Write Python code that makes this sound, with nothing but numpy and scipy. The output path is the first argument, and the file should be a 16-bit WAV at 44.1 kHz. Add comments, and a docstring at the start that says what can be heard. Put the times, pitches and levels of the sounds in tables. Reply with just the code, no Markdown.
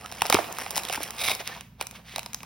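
"""On a desk in a small, low-humming room, a hand lifts a plastic-wrapped bundle out of a torn cardboard box.
Creases snap as short bursts of noise that ring the sheet, and card flaps knock as quick falling tones.
Random tiny slips make the crinkling, the rubbing on card, the scrape along the torn edge, and the slide of
fingers and then a small blade on the plastic. Narrow bands of noise make brief squeaks.
A pair of microphones close by hears it all, with a fading noise tail as the room's answer."""
import sys
import numpy as np
from scipy import signal
from scipy.fft import rfft, irfft, next_fast_len
from scipy.io import wavfile

SR = 44100
rng = np.random.default_rng(int(sys.argv[2]) if len(sys.argv) > 2 else 0)


def to_wav(sig):
    """Store sig (one row per channel, or 1-D mono) as 16-bit WAV at the path in sys.argv[1].

    Samples outside -1..1 are clipped; the rate is SR.
    """
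    pcm = np.clip(np.atleast_2d(sig), -1, 1) * 32767
    pcm = np.round(pcm).astype(np.int16)
    wavfile.write(sys.argv[1], SR, pcm.T)  # frames by channels


N = 108045  # length in samples
HZ = np.fft.rfftfreq(4096, 1 / SR)  # frequencies at which colours are drawn
TIME = np.arange(N) / SR  # seconds

# In all event and curve tables, level_db is the level before the layer's own gain and the microphones.


def amp(db):
    """Turns decibels into a gain."""
    return 10 ** (np.asarray(db) / 20)


def unit(x):
    """Scales a sound to an rms (average strength) of 1."""
    return x / np.sqrt(np.mean(x ** 2) + 1e-20)


def burst(x):
    """Scales a short sound to the energy of one millisecond at rms 1."""
    return x * np.sqrt(SR / 1000 / np.sum(x ** 2))


def read(points, hz):
    """Reads a table between its points, on a log-frequency axis as the ear hears pitch."""
    f, value = np.transpose(points)
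    return np.interp(np.log(hz + 1), np.log(f + 1), value)


def level(rows):
    """Turns a curve of (start_s, level_db) into a gain over time."""
    start_s, level_db = np.transpose(rows)
    return amp(np.interp(TIME, start_s, level_db))


def add(mix, s, sound):
    """Lays a sound into the mix at a time in seconds."""
    part = mix[max(round(s * SR), 0):][:len(sound)]
    part += sound[:len(part)]


def ring(db):
    """Builds the response of a body to one tap: the given spectrum, with nothing before the tap."""
    log_gain = np.log(amp(np.r_[db, db[-2:0:-1]]))
    spectrum = np.exp(np.conj(signal.hilbert(log_gain)))[:len(HZ)]
    return irfft(spectrum)[:2048]


def colour(x, points):
    """Sends a driving sound through a body with its own colour; rms 1."""
    return unit(signal.oaconvolve(x, ring(read(points, HZ)))[:N])


def grains(per_s, spread_db, clump_db, clump_s):
    """Tiny slips of random size and sign that come in clumps."""
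    size = amp(spread_db * np.minimum(rng.exponential(1, N), 4)) * rng.choice([-1, 1], N)
    happens = rng.random(N) < per_s / SR
    knots = np.clip(rng.standard_normal(8000), -2, 2)
    clumps = np.interp(TIME / clump_s, np.arange(8000), knots)
    return size * happens * amp(clump_db * clumps)


def facet_ripple(depth_db):
    """Every facet of a sheet has its own broad peaks and dips, in dB."""
    knots = np.clip(rng.standard_normal(200), -2, 1.5)
    spacing_hz = 458
    return depth_db * np.interp(HZ / spacing_hz, np.arange(len(knots)), knots)


def facets(x, points, ripple_db, count=14):
    """Each slip rings one of several facets that share a colour; rms 1."""
    # a facet is picked at random for every 256 samples
    which = rng.integers(0, count, N // 256 + 1).repeat(256)[:N]
    shape = read(points, HZ)
    total = np.zeros(N)
    for k in range(count):
        body = ring(shape + facet_ripple(ripple_db))
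        total += signal.oaconvolve(x * (which == k), body)[:N]
    return unit(total)


def background():
    """Low room rumble from coloured noise, with steady sine tones for the mains hum."""
    # colour of the rumble: pitch_hz [Hz], gain_db [dB]
    floor_colour = [(20, -37), (40, -1), (60, -8.5), (90, 1), (120, -10), (170, 2.5), (240, -2),
                    (310, -19.5), (420, -21.5), (1000, -28), (15500, -56)]
    # mains hum tones: pitch_hz [Hz], level_db [dB, rms]
    hum_tones = [(59.5, -61.5), (118.5, -59)]
    rumble_db = -53.5
    hum = np.zeros(N)
    for hz, db in hum_tones:
        hum += amp(db) * np.sqrt(2) * np.sin(2 * np.pi * (hz * TIME + rng.random()))
    return amp(rumble_db) * colour(rng.standard_normal(N), floor_colour) + hum


def room(x, gap_s):
    """A diffuse noise tail that swells in after a short gap, each band dying at its own speed."""
    # time for the echo to drop by 60 dB: pitch_hz [Hz], decay_s [s]
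    room_decay = [(200, 0.66), (530, 0.43), (1400, 0.64), (3700, 0.5), (9700, 0.5), (16000, 0.97)]
    hz, t, z = signal.stft(rng.standard_normal(SR // 2), SR, nperseg=256)
    fading = z * amp(-60 * t / read(room_decay, hz)[:, None])
    tail = signal.istft(fading, SR, nperseg=256)[1]
    tail = tail * (1 - np.exp(-(np.arange(len(tail)) / SR / gap_s) ** 2))
    return signal.fftconvolve(x, tail / np.linalg.norm(tail))[:N]


def bending_waves(rows, gain_db):
    """Waves in a damped board: high notes arrive first, so each knock falls quickly in pitch."""
    # the pitch starts at 0.742 + 0.55 times the table's pitch and sinks towards 0.742 times it
    sink, glide, glide_s, grit_gain = 0.742, 0.55, 0.0034, 0.55
    out, t = np.zeros(N), np.arange(3000) / SR
    for s, db, hz, decay_s in rows:
        sweep_hz = hz * (sink + glide * np.exp(-t / glide_s))
        band = signal.butter(2, [hz * .5, hz * 1.44], "band", fs=SR, output="sos")
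        grit = unit(signal.sosfilt(band, rng.standard_normal(len(t))))
        wave = np.sin(2 * np.pi * np.cumsum(sweep_hz) / SR) + grit_gain * grit
        envelope = (1 - np.exp(-t * hz * 2)) * np.exp(-t / decay_s)
        add(out, s, amp(gain_db + db) * burst(wave * envelope))
    return out


def desk_bumps():
    """The box bumps the desk: low, short bending waves."""
    # bumps: start_s [s], level_db [dB], pitch_hz [Hz, scaled by the fall in pitch], decay_s [s]
    bumps = [(0.3445, -12.5, 361, 0.0021), (0.348, -28.5, 216, 0.0049), (0.351, -31, 122, 0.0095),
             (0.979, -32.5, 302, 0.0032), (1.004, -34, 403, 0.0071)]
    return bending_waves(bumps, gain_db=3.5)


def flap_knocks():
    """The card flaps knock: bending waves of a higher pitch."""
    # knocks: start_s [s], level_db [dB], pitch_hz [Hz, scaled by the fall in pitch], decay_s [s]
    knocks = [(0.122, -30.5, 740, 0.0022), (0.22, -12, 830, 0.0011), (0.248, -28, 860, 0.0025),
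              (0.2535, -22.5, 635, 0.0036), (0.301, -13, 560, 0.0015), (0.3012, -17, 1240, 0.0028),
              (0.3275, -11.5, 790, 0.0036), (0.344, -22, 1290, 0.0018), (0.345, -13, 570, 0.0058),
              (0.3495, -17, 900, 0.0011), (0.3675, -17, 1145, 0.0029), (0.3865, -12, 761, 0.005),
              (0.513, -29, 800, 0.0058), (0.586, -25.5, 930, 0.0024), (0.6645, -26.5, 820, 0.0015),
              (0.766, -23.5, 680, 0.002), (0.779, -23, 794, 0.0046), (0.8995, -22, 733, 0.0034),
              (0.9275, -27, 756, 0.0045), (0.949, -28.5, 790, 0.0026), (0.976, -24, 947, 0.003),
              (1.006, -25.5, 627, 0.001), (1.2995, -21.5, 806, 0.012), (1.403, -30.5, 740, 0.0057),
              (1.796, -38.5, 790, 0.0065), (1.812, -23.5, 805, 0.002), (2.162, -32.5, 707, 0.014),
              (2.182, -23.5, 740, 0.003), (2.263, -37.5, 824, 0.0036), (2.432, -33.5, 986, 0.0054)]
    return bending_waves(knocks, gain_db=1)


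def rubbing():
    """Clumped slips of the bundle on the card, dulled by the card's colour."""
    # colour of the rub: pitch_hz [Hz], gain_db [dB]
    rub_colour = [(100, -18.5), (300, -6.5), (480, 0), (760, 2.5), (1050, 0.5), (1500, -5.5), (2500, -13),
                  (8000, -54)]
    # strength of the rub: start_s [s], level_db [dB]
    rub_curve = [(0, -52), (0.06, -40.5), (0.1, -47), (0.26, -40.5), (0.37, -35.5), (0.43, -38),
                 (0.55, -42.5), (0.615, -38), (0.69, -43), (0.79, -39.5), (0.95, -43.5), (1.03, -39.5),
                 (1.14, -45), (1.34, -36), (1.38, -52), (1.405, -37), (1.45, -51.5), (1.5, -41.5),
                 (1.6, -46.5), (1.67, -73), (1.77, -71), (1.83, -45.5), (1.9, -61), (1.96, -48.5),
                 (2.03, -58), (2.25, -50), (2.31, -56), (2.45, -48.5)]
    slips = grains(per_s=3000, spread_db=3, clump_db=3.5, clump_s=0.0072)
    return amp(-3.0) * colour(slips, rub_colour) * level(rub_curve)


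def squeaks():
    """The film catches and sings for a moment: a narrow band of noise that rises a little in pitch."""
    # squeaks: start_s [s], length_s [s], level_db [dB], pitch_hz [Hz, halfway through]
    squeak_rows = [(0.035, 0.031, -40.5, 1311), (1.384, 0.014, -41, 1878), (1.502, 0.04, -43.5, 1784),
                   (1.551, 0.038, -39.5, 944)]
    width_hz, rise = 12, 0.08  # rise: total climb as a share of the pitch
    out, t = np.zeros(N), np.arange(SR // 8) / SR
    r = np.exp(-np.pi * width_hz / SR)
    for s, length_s, db, hz in squeak_rows:
        a, b = rng.standard_normal((2, len(t)))
        u = np.minimum(t / length_s, 1)  # runs from 0 to 1 over the squeak
        turn = np.exp(2j * np.pi * np.cumsum(hz * (1 + rise * (u - .5))) / SR)
        slow_noise = signal.lfilter([1], [1, -r], a + 1j * b)
        # turning the slow noise moves it up to the squeak's pitch
        add(out, s, amp(db) * np.sin(np.pi * u) * unit((turn * slow_noise).real))
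    return out


def sliding():
    """A fine rasp of skin and steel on film: very many tiny slips, fingers first and then the blade."""
    # colour of the film: pitch_hz [Hz], gain_db [dB]
    slide_colour = [(300, -31.5), (1200, -10), (2300, -2.5), (3700, -5.5), (4500, -10), (5600, -10.5),
                    (8000, -18), (15500, -20)]
    # strength of the slide: start_s [s], level_db [dB]
    slide_curve = [(1.36, -72), (1.385, -66), (1.397, -32.5), (1.412, -32.5), (1.43, -54), (1.47, -36.5),
                   (1.5, -41.5), (1.58, -43.5), (1.63, -56), (1.7, -72.5), (1.78, -69), (1.815, -32),
                   (1.85, -66.5), (1.9, -67), (1.96, -43.5), (2.03, -66), (2.07, -47), (2.15, -42.5),
                   (2.19, -45), (2.23, -57), (2.3, -56), (2.38, -58), (2.45, -55)]
    slips = grains(per_s=7000, spread_db=3, clump_db=2, clump_s=.002)
    return amp(-1.5) * colour(slips, slide_colour) * level(slide_curve) * (TIME > slide_curve[0][0])


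def scraping():
    """The wrapping drags over the torn edge: dense stick-slip rings the card's resonances."""
    # colour of the card: pitch_hz [Hz], gain_db [dB]
    scrape_colour = [(150, -29), (400, -17.5), (500, -6.5), (620, -7), (730, 1.5), (980, -15), (1200, -7),
                     (1750, -10.5), (2250, 2.5), (3100, -6), (3750, 3.5), (4350, -8), (5000, -2.5),
                     (7000, -11.5), (10000, -8), (15500, -12)]
    # strength of the scrape: start_s [s], level_db [dB]
    scrape_curve = [(1.16, -79), (1.182, -38), (1.216, -28.5), (1.232, -39), (1.238, -29), (1.278, -28),
                    (1.29, -26), (1.32, -29.5), (1.374, -51), (1.385, -83)]
    during = (TIME > scrape_curve[0][0]) & (TIME < scrape_curve[-1][0])
    slips = grains(per_s=3000, spread_db=2.7, clump_db=1.5, clump_s=.001)
    return amp(2.5) * facets(slips, scrape_colour, ripple_db=1.5) * level(scrape_curve) * during


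def crinkling():
    """Fine ticks of the plastic as the bundle is lifted, each ringing a facet of the sheet."""
    # colour of the plastic: pitch_hz [Hz], gain_db [dB]
    crinkle_colour = [(200, -61), (900, -11.5), (1700, 2), (2800, 4.5), (3600, 1.5), (4400, -2),
                      (5400, 0.5), (7000, -5), (9000, -5), (15500, -9)]
    # strength of the crinkle: start_s [s], level_db [dB]
    crinkle_curve = [(0, -48.5), (0.09, -49.5), (0.21, -41), (0.255, -44.5), (0.322, -33.5), (0.335, -26.5),
                     (0.37, -32), (0.42, -40.5), (0.47, -45.5), (0.55, -44), (0.61, -36.5), (0.69, -44.5),
                     (0.74, -45), (0.78, -29), (0.81, -41.5), (0.87, -42), (0.915, -35.5), (0.955, -29),
                     (0.99, -44.5), (1.03, -32.5), (1.07, -40.5), (1.13, -47), (1.17, -41), (1.22, -66)]
    ticks = grains(per_s=1900, spread_db=3.8, clump_db=2, clump_s=.002)
    sheet = facets(ticks, crinkle_colour, ripple_db=4.5)
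    return amp(-0.5) * sheet * level(crinkle_curve) * (TIME < crinkle_curve[-1][0])


def snaps():
    """Each crease flips with a millisecond or two of crackle that rings the facet beside it."""
    # creases: start_s [s], level_db [dB], brightness_db [dB per octave above 2 kHz], facet_hz [Hz]
    creases = [(.06, -30.5, -4.5, 2940), (0.1157, -31, -1, 5370), (0.124, -29.5, -1.5, 1680),
               (0.2193, -11, -2, 2520), (.254, -23, -6.5, 1250), (0.2596, -24, -4, 5380),
               (0.266, -23.5, 0, 4900), (0.2994, -10.5, 1, 4900), (.3258, -8.5, -3, 2250),
               (0.344, -9.5, -2, 3080), (0.3498, -14.5, -8.5, 2200), (.5257, -26.5, 4.5, 6450),
               (0.5854, -23.5, 1.5, 1500), (0.6627, -29.5, -7, 4930), (0.707, -22, 1.5, 4740),
               (0.713, -25, 9, 5200), (0.7574, -21.5, 1, 5350), (.7645, -20, 1.5, 5250),
               (.773, -17.5, 1.5, 2660), (0.778, -16, -1.5, 3130), (.8343, -28, 1, 3960),
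               (.851, -24, -1, 3360), (0.8868, -26, -3, 3630), (0.8974, -23, -3, 2870),
               (.927, -20.5, 0, 2440), (1.0321, -18, 9.5, 6200), (1.1066, -25, 0.5, 1930),
               (1.241, -27, -2, 4940), (1.252, -22.5, -3, 3620), (1.2851, -16.5, -9, 2160),
               (1.286, -29, -1.5, 3730), (1.296, -18.5, -3, 3700), (1.3138, -25, -7.5, 2240),
               (1.3503, -23, 1.5, 5300), (1.4748, -21, -0.5, 5070), (1.609, -30.5, -2, 2960),
               (1.8111, -19, -1.5, 2550), (1.8251, -28.5, 5.5, 3860), (1.8688, -26.5, 0, 6240),
               (1.9109, -33, -0.5, 6290), (2.1606, -20, -3, 3960), (2.1815, -25, -0.5, 2470),
               (2.193, -23, -1, 2650), (2.2309, -33.5, -2, 2000), (2.261, -27, -2.5, 5100),
               (2.3323, -28.5, 0, 6800), (2.3454, -20, 0.5, 6450), (2.405, -36.5, -9, 2700),
               (2.4317, -32.5, -1.5, 2350)]
    # colour shared by all snaps: pitch_hz [Hz], gain_db [dB]
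    snap_colour = [(100, -9), (400, -19), (800, -3.5), (1300, -5), (1800, -9.5), (2450, -0.5), (3300, -6.5),
                   (3900, 1), (4400, -8), (5200, -0.5), (7000, -3.5), (10000, -4), (15500, -8)]
    gain_db, rise_s, decay_s = 1, 0.00018, 0.001
    evenness = 0.6  # 0 leaves the crackle's spectrum alone, 1 nearly flattens it
    peak_db, peak_width_hz, ripple_db = 8, 330, 2
    out, t = np.zeros(N), np.arange(400) / SR
    lead = 128  # samples of silence ahead, as evening out the spectrum smears the start
    octaves = np.log2(np.maximum(HZ, 2000) / 4000)
    for s, db, tilt_db, hz in creases:
        crackle = rng.standard_normal(len(t)) * (1 - np.exp(-t / rise_s)) * np.exp(-t / decay_s)
        z = rfft(np.r_[np.zeros(lead), crackle])
        drive = irfft(z / (abs(z) + 0.046 * abs(z).mean()) ** evenness)
        facet = peak_db / (1 + ((HZ - hz) / peak_width_hz) ** 2) + facet_ripple(ripple_db)
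        body = ring(read(snap_colour, HZ) + facet + tilt_db * octaves)
        add(out, s - lead / SR, amp(gain_db + db) * burst(signal.fftconvolve(drive, body)))
    return out


def drifting_balance():
    """The left-right balance of all the near sounds drifts at random, a decibel or so, within hundredths of a second."""
    spread_db, change_s = 1.8, .012  # left over right, and the time between new random balances
    knots = np.clip(rng.standard_normal(1000), -1.5, 1.5)
    drift = np.interp(TIME / change_s, np.arange(len(knots)), knots)
    return amp(np.outer([.5, -.5], spread_db * drift))


def ports(x):
    """Two microphone ports: the high treble reaches the left first, and loudness differs with pitch."""
    # how far the left is ahead: pitch_hz [Hz], lead_rad [radians]
    port_lead = [(0, 0), (250, 0), (520, -.35), (780, .45), (1100, -.2), (2000, .1), (2700, .6),
                 (3200, .35), (4900, .1), (5500, .7), (6900, 2.8), (8500, 4.3), (10400, 6.3), (11000, 6.6),
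                 (13500, 9.4), (16000, 11.8)]
    # left over right: pitch_hz [Hz], balance_db [dB]
    port_balance = [(100, -1.4), (400, -2.5), (640, -11), (900, 5), (1150, -6), (1750, 0), (3000, -4.5),
                    (4300, -2), (5500, 0.2), (15000, -0.5)]
    size = next_fast_len(N + 4096)
    hz = np.fft.rfftfreq(size, 1 / SR)
    ratio, lead = amp(read(port_balance, hz)), read(port_lead, hz)
    # the last factor keeps the summed power of both sides the same at every pitch
    pair = np.array([ratio, np.exp(-1j * lead)]) * np.sqrt(2 / (1 + ratio ** 2))
    return irfft(rfft(x, size) * pair, size)[:, :N]


def scene():
    """Everything on the desk, with the room behind it."""
    near = desk_bumps() + flap_knocks() + rubbing() + squeaks()
    near = near + sliding() + scraping() + crinkling() + snaps()
    # separate tails for left and right make the room wide
    wide = amp(-14) * np.array([room(near, gap_s=.002), room(near, gap_s=.002)])
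    behind = amp(-15.5) * room(near, gap_s=0.0016) + background()
    return ports(near) * drifting_balance() + ports(behind) + wide


def record(dry):
    """Low cut, soft overload on the loudest peaks, then the recorder's band limit."""
    low_cut_hz, ceiling, edge_hz = 42, .95, 16200
    cut = signal.sosfilt(signal.butter(3, low_cut_hz, "high", fs=SR, output="sos"), dry)
    limited = cut / (1 + (cut / ceiling) ** 6) ** (1 / 6)
    band_limit = signal.firwin(255, edge_hz, window=("kaiser", 9), fs=SR)
    return signal.oaconvolve(limited, band_limit[None], "same", axes=1)


dry = scene()
out = record(dry)
to_wav(out)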